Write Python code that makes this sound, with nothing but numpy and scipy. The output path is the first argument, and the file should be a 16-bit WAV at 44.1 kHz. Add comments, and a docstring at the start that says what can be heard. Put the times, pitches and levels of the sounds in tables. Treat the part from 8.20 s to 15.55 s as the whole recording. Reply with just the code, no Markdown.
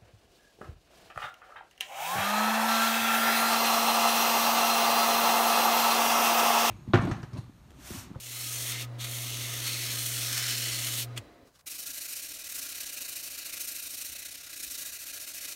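"""In a small workshop, sandpaper is held against a wooden handle spinning on a humming lathe, close by.
The paper lifts, the switch clacks and the spindle runs down; then the still handle is rubbed along its
grain in very quick back-and-forth strokes. Abrasion is random clicks in noise, filtered by wood and paper
resonances and shaped by contact or hand speed. The motor is sine partials; bearings and air are noise."""
import sys
import numpy as np
from scipy import signal
from scipy.fft import rfft, irfft
from scipy.io import wavfile
from scipy.ndimage import uniform_filter1d

SR = 44100
rng = np.random.default_rng(int(sys.argv[2]) if len(sys.argv) > 2 else 0)


def int16_out(signal):
    """Quantize to a 16-bit WAV file."""
    q = np.round(np.clip(np.atleast_2d(signal).T, -1, 1) * 32767)
    wavfile.write(sys.argv[1], SR, q.astype(np.int16))


N = 324135
TIME = np.arange(N) / SR
BINS = np.fft.rfftfreq(N, 1 / SR)
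CUTOFF_HZ = 15850

# All spectra below: frequency_hz, relative_density_db.
# All resonances and notches below: centre_hz, width_hz, height_db.

# air of the workshop, a spectrum
AIR_SPECTRUM = [(20, -16), (55, 2.5), (120, 0.5), (300, -16.5), (600, -8), (1000, -13), (3000, -31),
                (16000, -27)]
# mains hum of the motor: time_s, level_db (before the partials' own levels)
HUM_LEVEL = [(0.0, -54.5), (0.28, -47), (0.71, -40.5), (1.05, -42.5), (2.56, -43.5), (2.96, -41.5)]
# the motor's partials: multiple_of_mains, relative_level_db
HUM_PARTIALS = [(1, -30), (2, 1), (4, -28)]
MAINS_HZ, SWITCH_OFF_S = 60, 2.988
# the motor's faint whine
WHINE_HZ, WHINE_DB = 1254, -64
# bearings and belt: time_s, level_db
RUMBLE_LEVEL = [(0, -61), (.2, -57.5), (.5, -51), (2.95, -51), (3.04, -53), (3.15, -56), (3.27, -59),
                (3.33, -74), (3.42, -91), (3.5, -110)]
# bearings and belt, a spectrum
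RUMBLE_SPECTRUM = [(20, -20), (55, -0.5), (110, -4), (170, -8.5), (260, 3), (450, -3), (800, -9),
                   (1300, -8.5), (2200, -13), (4300, -20), (6300, -24), (8000, -28.5), (16000, -37)]
# resonances of the lathe's frame and bearings
FRAME_RESONANCES = [(57.3, 16, 5), (303, 99, 2.7), (418, 49, 1.1), (554, 95, 6), (690, 69, 9),
                    (1010, 74, 3.5), (2010, 70, 3.5), (3640, 400, -1), (3960, 190, 8), (4750, 160, 3)]

# the switch: peak_s, level_db, rise_s, decay_s
CLACKS = [(2.966, -45, 0.0025, .006), (2.977, -30, 0.00086, 0.001), (2.98, -34.5, .005, 0.0048),
          (3.14, -66, .001, .004)]
# the switch, a spectrum
CLACK_SPECTRUM = [(100, -18), (600, -3), (1200, -3.5), (2400, 2), (3400, -4), (4300, -2), (8000, -4),
                  (16000, -17)]
# resonances of the switch housing
HOUSING_RESONANCES = [(560, 220, 4), (2060, 60, 7), (2480, 300, 7), (3340, 300, 12), (4000, 300, -8),
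                      (4700, 300, 3)]
# the paper is gripped anew: peak_s, level_db, rise_s, decay_s
RUSTLES = [(3.275, -62.5, .015, 0.019), (3.36, -60, 0.018, 0.013), (3.395, -60, .008, .008),
           (3.411, -61, .006, .003)]
# the gripped paper, a spectrum
RUSTLE_SPECTRUM = [(150, -9), (800, -4), (1500, 4), (2200, -3), (5000, 1), (8000, -4), (16000, -11)]
# the hand bumps the handle: start_s, level_db, pitch_hz
BUMPS = [(5.89, -55, 74), (6.47, -56, 55)]

# the paper meets the spinning wood: touch_s, lift_s, ramp_s
CONTACTS = [(-.05, 0.672, 0.046), (0.771, 2.867, 0.039)]
# the paper's edge snags: centre_s, level_over_hiss_db, half_length_s
SNAGS = [(0.846, 5.5, 0.0057), (1.053, 1.5, 0.0074), (1.475, 7, 0.0068), (2.178, 4.5, 0.0083),
         (2.311, 2.5, .006), (2.754, -1, 0.0068)]
# paper at the thick end (0) or swept along the shaft (1): time_s, shaft_share
SHAFT_SHARE = [(0, 0.87), (.5, 0.24), (.85, 0.05), (1.45, 0.17), (1.6, 0.74), (2.2, 1), (2.8, 0.77)]
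# pressure on the spinning wood: time_s, level_db (before trim), treble_db (before centring and gain)
PRESSURE = [(0.0, -45.9, -4), (0.17, -38, -4), (0.5, -34, -4.0), (0.565, -39, -8.5), (0.62, -37.0, -7),
            (0.82, -38, -8.6), (0.9, -38, -5), (1.0, -37.5, -4), (1.15, -37.5, -6.5), (1.42, -36.0, -6.2),
            (1.52, -34.5, -6), (1.7, -33.5, -6.5), (1.87, -33, -3), (2.0, -33, -4.5), (2.25, -32, -7.5),
            (2.41, -33, -5.1), (2.5, -33.5, -6.5), (2.8, -33.5, -4)]
# hiss at the thick end, a spectrum
END_SPECTRUM = [(200, -15.5), (600, -18), (950, -14.5), (1500, -16), (2100, -3), (3500, 0.5), (6000, -5),
                (9000, -1.5), (12000, -4), (16000, -9.5)]
# resonances of wood and paper at the thick end
END_RESONANCES = [(1330, 330, 10.5), (1870, 93, 3.5), (2120, 250, 4.5), (2800, 160, 1.5), (3200, 160, 2.5),
                  (3580, 310, 3), (4450, 300, 4.5), (6200, 900, 7), (4980, 550, -2.5), (7700, 900, 0)]
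# hiss along the shaft, a spectrum
SHAFT_SPECTRUM = [(200, -42), (600, -27), (950, -18), (1400, -8.5), (2200, -2.5), (3500, -2), (6000, 0),
                  (9000, -2.5), (12000, -4.5), (16000, -10)]
# resonances of wood and paper along the shaft
SHAFT_RESONANCES = [(1380, 98, 2.6), (1710, 91, 2.1), (2045, 44, 3.3), (2640, 120, 1.9), (3015, 120, 5),
                    (3360, 120, 2.4), (3870, 82, 2.8), (4290, 220, 5), (5370, 95, 4.8)]
# bands cancelled by echoes off the lathe bed
BED_NOTCHES = [(4850, 350, -4), (7660, 600, -3), (10550, 490, -6)]

# pace of the hand on the still handle, about 14 push-and-pull cycles a second: time_s, strokes_done
PACE = [(3.46, 0), (3.493, 1), (3.577, 3), (3.949, 13), (4.08, 17), (4.285, 25), (4.337, 27), (4.481, 31),
        (4.652, 37), (4.712, 39), (4.799, 41), (5.391, 57), (5.912, 71), (6.044, 75), (6.287, 83),
        (6.42, 87), (6.644, 93), (7.339, 113)]
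# how the hand bears down: time_s, level_db (before trim), treble_db (before gain),
# far_turn_dip_db (before pause trim)
GRIP = [(3.48, -37.8, 2.2, -5.5), (3.97, -36.9, 1.5, -2.5), (4.24, -42.5, -1.5, -1), (4.35, -35, 2.2, -5.5),
        (4.55, -38.5, -1.4, -2.5), (4.8, -37, -0.2, -9), (5.05, -38.5, 1.5, -1), (5.36, -39.5, -3, -6),
        (5.41, -34.5, 3.5, -5), (5.55, -36.5, 1.4, -5), (5.87, -38.0, 2, -3.9), (5.93, -39, -0.5, -9),
        (6.28, -43, -3.5, -6), (6.4, -38.5, 0.5, -7.5), (6.6, -36.5, 0.6, -3.5), (6.68, -40.0, 0.3, 0),
        (7.1, -41, -1.5, 0), (7.25, -38.5, -0.7, -2.5)]
# the rubbed still handle, a spectrum
RUB_SPECTRUM = [(60, -13.5), (170, -22.5), (400, -16.5), (680, -11.5), (830, -22), (1150, -14), (1500, -12),
                (2200, -7), (2900, -3), (3350, -7.5), (3900, -1), (9000, 1), (12000, 0.5), (16000, -5)]
# resonances of the rubbed wood and paper
RUB_RESONANCES = [(283, 113, 13.6), (595, 47, 6.6), (1414, 133, 7.8), (1652, 67, 8.3), (2005, 140, 4.5),
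                  (2394, 115, 5.9), (2590, 220, 4.1), (3770, 120, 3.1), (4400, 110, 2.5), (5900, 1100, 1.4)]
# the scratch nearly stops at the near turn (before pause trim); the far turn is late, so a push lasts longer
NEAR_TURN_DB, FAR_TURN_DELAY_STROKES = -10, 0.074
# a push is louder and brighter than a pull, and no two strokes are quite alike
PUSH_DB, PUSH_TREBLE_DB, UNEVEN_DB = 0.5, 1.06, 1.2


def amp(db):
    """Logarithmic level: decibels to amplitude gain."""
    return 10 ** (np.asarray(db) / 20)


def unit(x):
    """Normalisation: scales the signal to rms 1."""
    return x / np.sqrt(np.mean(x ** 2) + 1e-20)


def curve(rows, axis=1):
    """Linear interpolation: one column of a timed table, at every sample."""
    rows = np.asarray(rows, float)
    return np.interp(TIME, rows[:, 0], rows[:, axis])


def colour(x, spectrum, resonances=()):
    """Linear filtering: a smooth spectrum bearing resonances or notches; rms 1."""
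    hz, db = np.transpose(spectrum)
    shape_db = np.interp(np.log(BINS + 1), np.log(hz), db)
    for centre, width, height in resonances:
        shape_db = shape_db + height / (1 + (2 * (BINS - centre) / width) ** 2)
    return unit(irfft(rfft(x) * amp(shape_db), N))


def wander(rate_hz):
    """Low-pass random process: smooth fluctuation of rms 1, up to about this rate."""
    spectrum = rfft(rng.standard_normal(N))
    return unit(irfft(spectrum / (1 + (BINS / rate_hz) ** 4), N))


def grit(per_s, spread_db, smooth):
    """Shot noise: random clicks of uneven size, as of grains tearing fibres, in a wash of tiny ones."""
    size = amp(spread_db * np.minimum(rng.exponential(1, N), 4))
    struck = rng.random(N) < per_s / SR
    clicks = size * rng.choice([-1, 1], N) * struck
    return unit(unit(clicks) + smooth * rng.standard_normal(N))


def brighten(x, treble_db, split_hz):
    """Spectral balance: raises or lowers the treble against the rest, keeping the level."""
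    high = irfft(rfft(x) * BINS ** 4 / (BINS ** 4 + split_hz ** 4), N)
    low, gain = x - high, amp(treble_db)
    cross_power = 2 * gain * np.mean(low * high)
    power = np.mean(low ** 2) + cross_power + gain ** 2 * np.mean(high ** 2)
    return (low + gain * high) / np.sqrt(power)


def bursts(rows):
    """Exponential growth and decay: envelope of short sounds that swell and die."""
    envelope = np.zeros(N)
    for peak_s, db, rise_s, decay_s in rows:
        fall = np.maximum((peak_s - TIME) / rise_s, (TIME - peak_s) / decay_s)
        envelope += amp(db) * np.exp(-fall)
    return envelope


def spectral_drift(x, patchy_db, top_hz=5000, count=24, size=10):
    """Random spectral drift: patches of the scratch's colour swell and shrink; the fizz above stays more even."""
    hz, _, bands = signal.stft(x, SR, nperseg=1024, noverlap=768)
    patches = rng.standard_normal(bands.shape)
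    # two passes of averaging over frequency bins, then time frames
    for length, axis in [(size, 0), (count, 1)] * 2:
        patches = uniform_filter1d(patches, length, axis, mode="wrap")
    depth_db = patchy_db / np.sqrt(1 + (hz[:, None] / top_hz) ** 4)
    drifted = bands * amp(depth_db * unit(patches))
    return unit(signal.istft(drifted, nperseg=1024, noverlap=768)[1][:N])


def workshop_air():
    """Ambient noise: a faint steady random sound with the room's spectrum."""
    return amp(-68.0) * colour(rng.standard_normal(N), AIR_SPECTRUM)


def workshop_echoes(x, wet_db=-13, t60_s=0.068):
    """Reverberation: bench, tools and walls return a short, decaying scatter of echoes."""
    t = TIME[:SR // 3]
    sparse = rng.standard_normal(len(t)) * (rng.random(len(t)) < 2500 / SR)
    taps = sparse * (t > .002) * amp(-60 * t / t60_s)
    return x + amp(wet_db) * signal.fftconvolve(x, taps / np.linalg.norm(taps))[:N]


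def motor(fade_s=0.014, sag_per_s=9):
    """Magnetic hum: chiefly twice the mains, with a faint whine; switched off, both sag and die."""
    off = np.maximum(TIME - SWITCH_OFF_S, 0)
    # integrating the sagging speed gives the phase
    run_s = np.cumsum(np.exp(-sag_per_s * off)) / SR
    hum = np.zeros(N)
    for multiple, db in HUM_PARTIALS:
        hum += amp(db) * np.sin(2 * np.pi * (multiple * MAINS_HZ * run_s + rng.random()))
    whine = amp(WHINE_DB) * wander(rate_hz=17.0) * np.sin(2 * np.pi * WHINE_HZ * run_s)
    running = hum * amp(curve(HUM_LEVEL) + 0.43 * wander(rate_hz=29)) + whine
    return np.sqrt(2) * running / np.sqrt(1 + (off / fade_s) ** 4)


def bearings(dull_db=-3, slow_s=0.047):
    """Rolling noise: belt and bearings excite the frame, growing duller as the spindle runs down."""
    rumble = colour(rng.standard_normal(N), RUMBLE_SPECTRUM, FRAME_RESONANCES)
    slowed = 1 - np.exp(-np.maximum(TIME - SWITCH_OFF_S, 0) / slow_s)
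    return brighten(rumble, dull_db * slowed, split_hz=540) * amp(curve(RUMBLE_LEVEL))


def switch_clacks():
    """Impact: brief dense clicks excite the switch housing's resonances."""
    clicks = grit(per_s=6800, spread_db=3.5, smooth=0.62)
    return colour(clicks, CLACK_SPECTRUM, HOUSING_RESONANCES) * bursts(CLACKS)


def paper_rustles():
    """Crumpling noise: the gripped paper gives short swells of scattered clicks."""
    clicks = grit(per_s=2100, spread_db=2.5, smooth=0.68)
    return colour(clicks, RUSTLE_SPECTRUM) * bursts(RUSTLES)


def hand_bumps(rise_s=0.01):
    """Damped oscillation: each bump of the hand on the handle is a low sine that swells and dies."""
    bumps = np.zeros(N)
    for start_s, db, pitch_hz in BUMPS:
        age = np.maximum(TIME - start_s, 0)
        envelope = age / rise_s * np.exp(1 - age / rise_s)
        bumps += amp(db) * envelope * np.sin(2 * np.pi * pitch_hz * age)
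    return bumps


def spinning_hiss(flutter_db=0.98, chatter_db=0.5, treble_gain=2.05, trim_db=0.09):
    """Sliding friction: wood runs under the paper, which flutters, chatters and snags on it."""
    shaft = np.clip(curve(SHAFT_SHARE), 0, 1)
    end_grit = grit(per_s=7000, spread_db=1.5, smooth=0.79)
    shaft_grit = grit(per_s=7000, spread_db=1.5, smooth=0.77)
    at_end = colour(end_grit, END_SPECTRUM, END_RESONANCES + BED_NOTCHES)
    at_shaft = colour(shaft_grit, SHAFT_SPECTRUM, SHAFT_RESONANCES + BED_NOTCHES)
    # equal-power crossfade between the places
    hiss = spectral_drift(np.sqrt(1 - shaft) * at_end + np.sqrt(shaft) * at_shaft, patchy_db=1.78)
    treble_db = curve(PRESSURE, axis=2) - np.mean(np.array(PRESSURE)[:, 2])
    hiss = brighten(hiss, treble_gain * treble_db, split_hz=6700)
    contact = np.zeros(N)
    for touch_s, lift_s, ramp_s in CONTACTS:
        contact += np.clip(np.minimum(TIME - touch_s, lift_s - TIME) / ramp_s, 0, 1) ** 2
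    snag_db = sum(db * np.exp(-((TIME - s) / half_s) ** 2) for s, db, half_s in SNAGS)
    unrest_db = flutter_db * wander(rate_hz=77) + chatter_db * wander(rate_hz=190)
    return hiss * contact * amp(curve(PRESSURE) + snag_db + unrest_db + trim_db)


def hand_strokes(speed_power=1.15, chatter_db=0.5, trim_db=0.72, pause_trim_db=-.5,
                 treble_gain=1.13, speed_treble_db=6):
    """Reciprocating friction: pulls and pushes speed up and slow to a turn; scratch follows hand speed."""
    done = curve(PACE)
    phase = np.pi * (done - FAR_TURN_DELAY_STROKES * (1 + np.cos(np.pi * done)) / 2)
    # push is positive, pull negative; far is 1 at the far turn and 0 at the near turn
    push, far = -np.sin(phase), np.cos(phase / 2) ** 2
    # at the far turn the hand curves round and keeps scratching
    turn_db = far * curve(GRIP, axis=3) + (1 - far) * NEAR_TURN_DB
    rest = np.clip(amp(turn_db + pause_trim_db), 0, 1)
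    speed = np.sqrt(rest ** 2 + (1 - rest ** 2) * abs(push) ** (2 * speed_power))
    rub_grit = grit(per_s=8000, spread_db=1.5, smooth=0.67)
    hiss = spectral_drift(colour(rub_grit, RUB_SPECTRUM, RUB_RESONANCES + BED_NOTCHES), patchy_db=1.1)
    # a faster paper sounds brighter
    treble_db = treble_gain * curve(GRIP, axis=2) + PUSH_TREBLE_DB * push + speed_treble_db * (speed - 1.05)
    hiss = brighten(hiss, treble_db, split_hz=5400)
    stroke_db = UNEVEN_DB * rng.standard_normal(int(done[-1]) + 1)
    uneven_db = stroke_db[done.astype(int)] * abs(push)
    touch = np.clip((TIME - PACE[0][0] + .002) / 0.011, 0, 1)
    force_db = curve(GRIP) + PUSH_DB * push + uneven_db + chatter_db * wander(rate_hz=430)
    return hiss * speed * touch * amp(force_db + trim_db)


def scene():
    """Superposition: sanding and handling with their echoes, plus lathe and workshop air."""
    handling = switch_clacks() + paper_rustles() + hand_bumps()
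    near = workshop_echoes(spinning_hiss() + hand_strokes() + handling)
    return (near + motor() + bearings() + workshop_air())[None]


def record(dry):
    """Band limiting: a steep low-pass filter removes the highest frequencies."""
    taps = signal.firwin(801, CUTOFF_HZ, window=("kaiser", 9), fs=SR)
    return signal.oaconvolve(dry, taps[None], "same")


dry = scene()
out = record(dry)
int16_out(out)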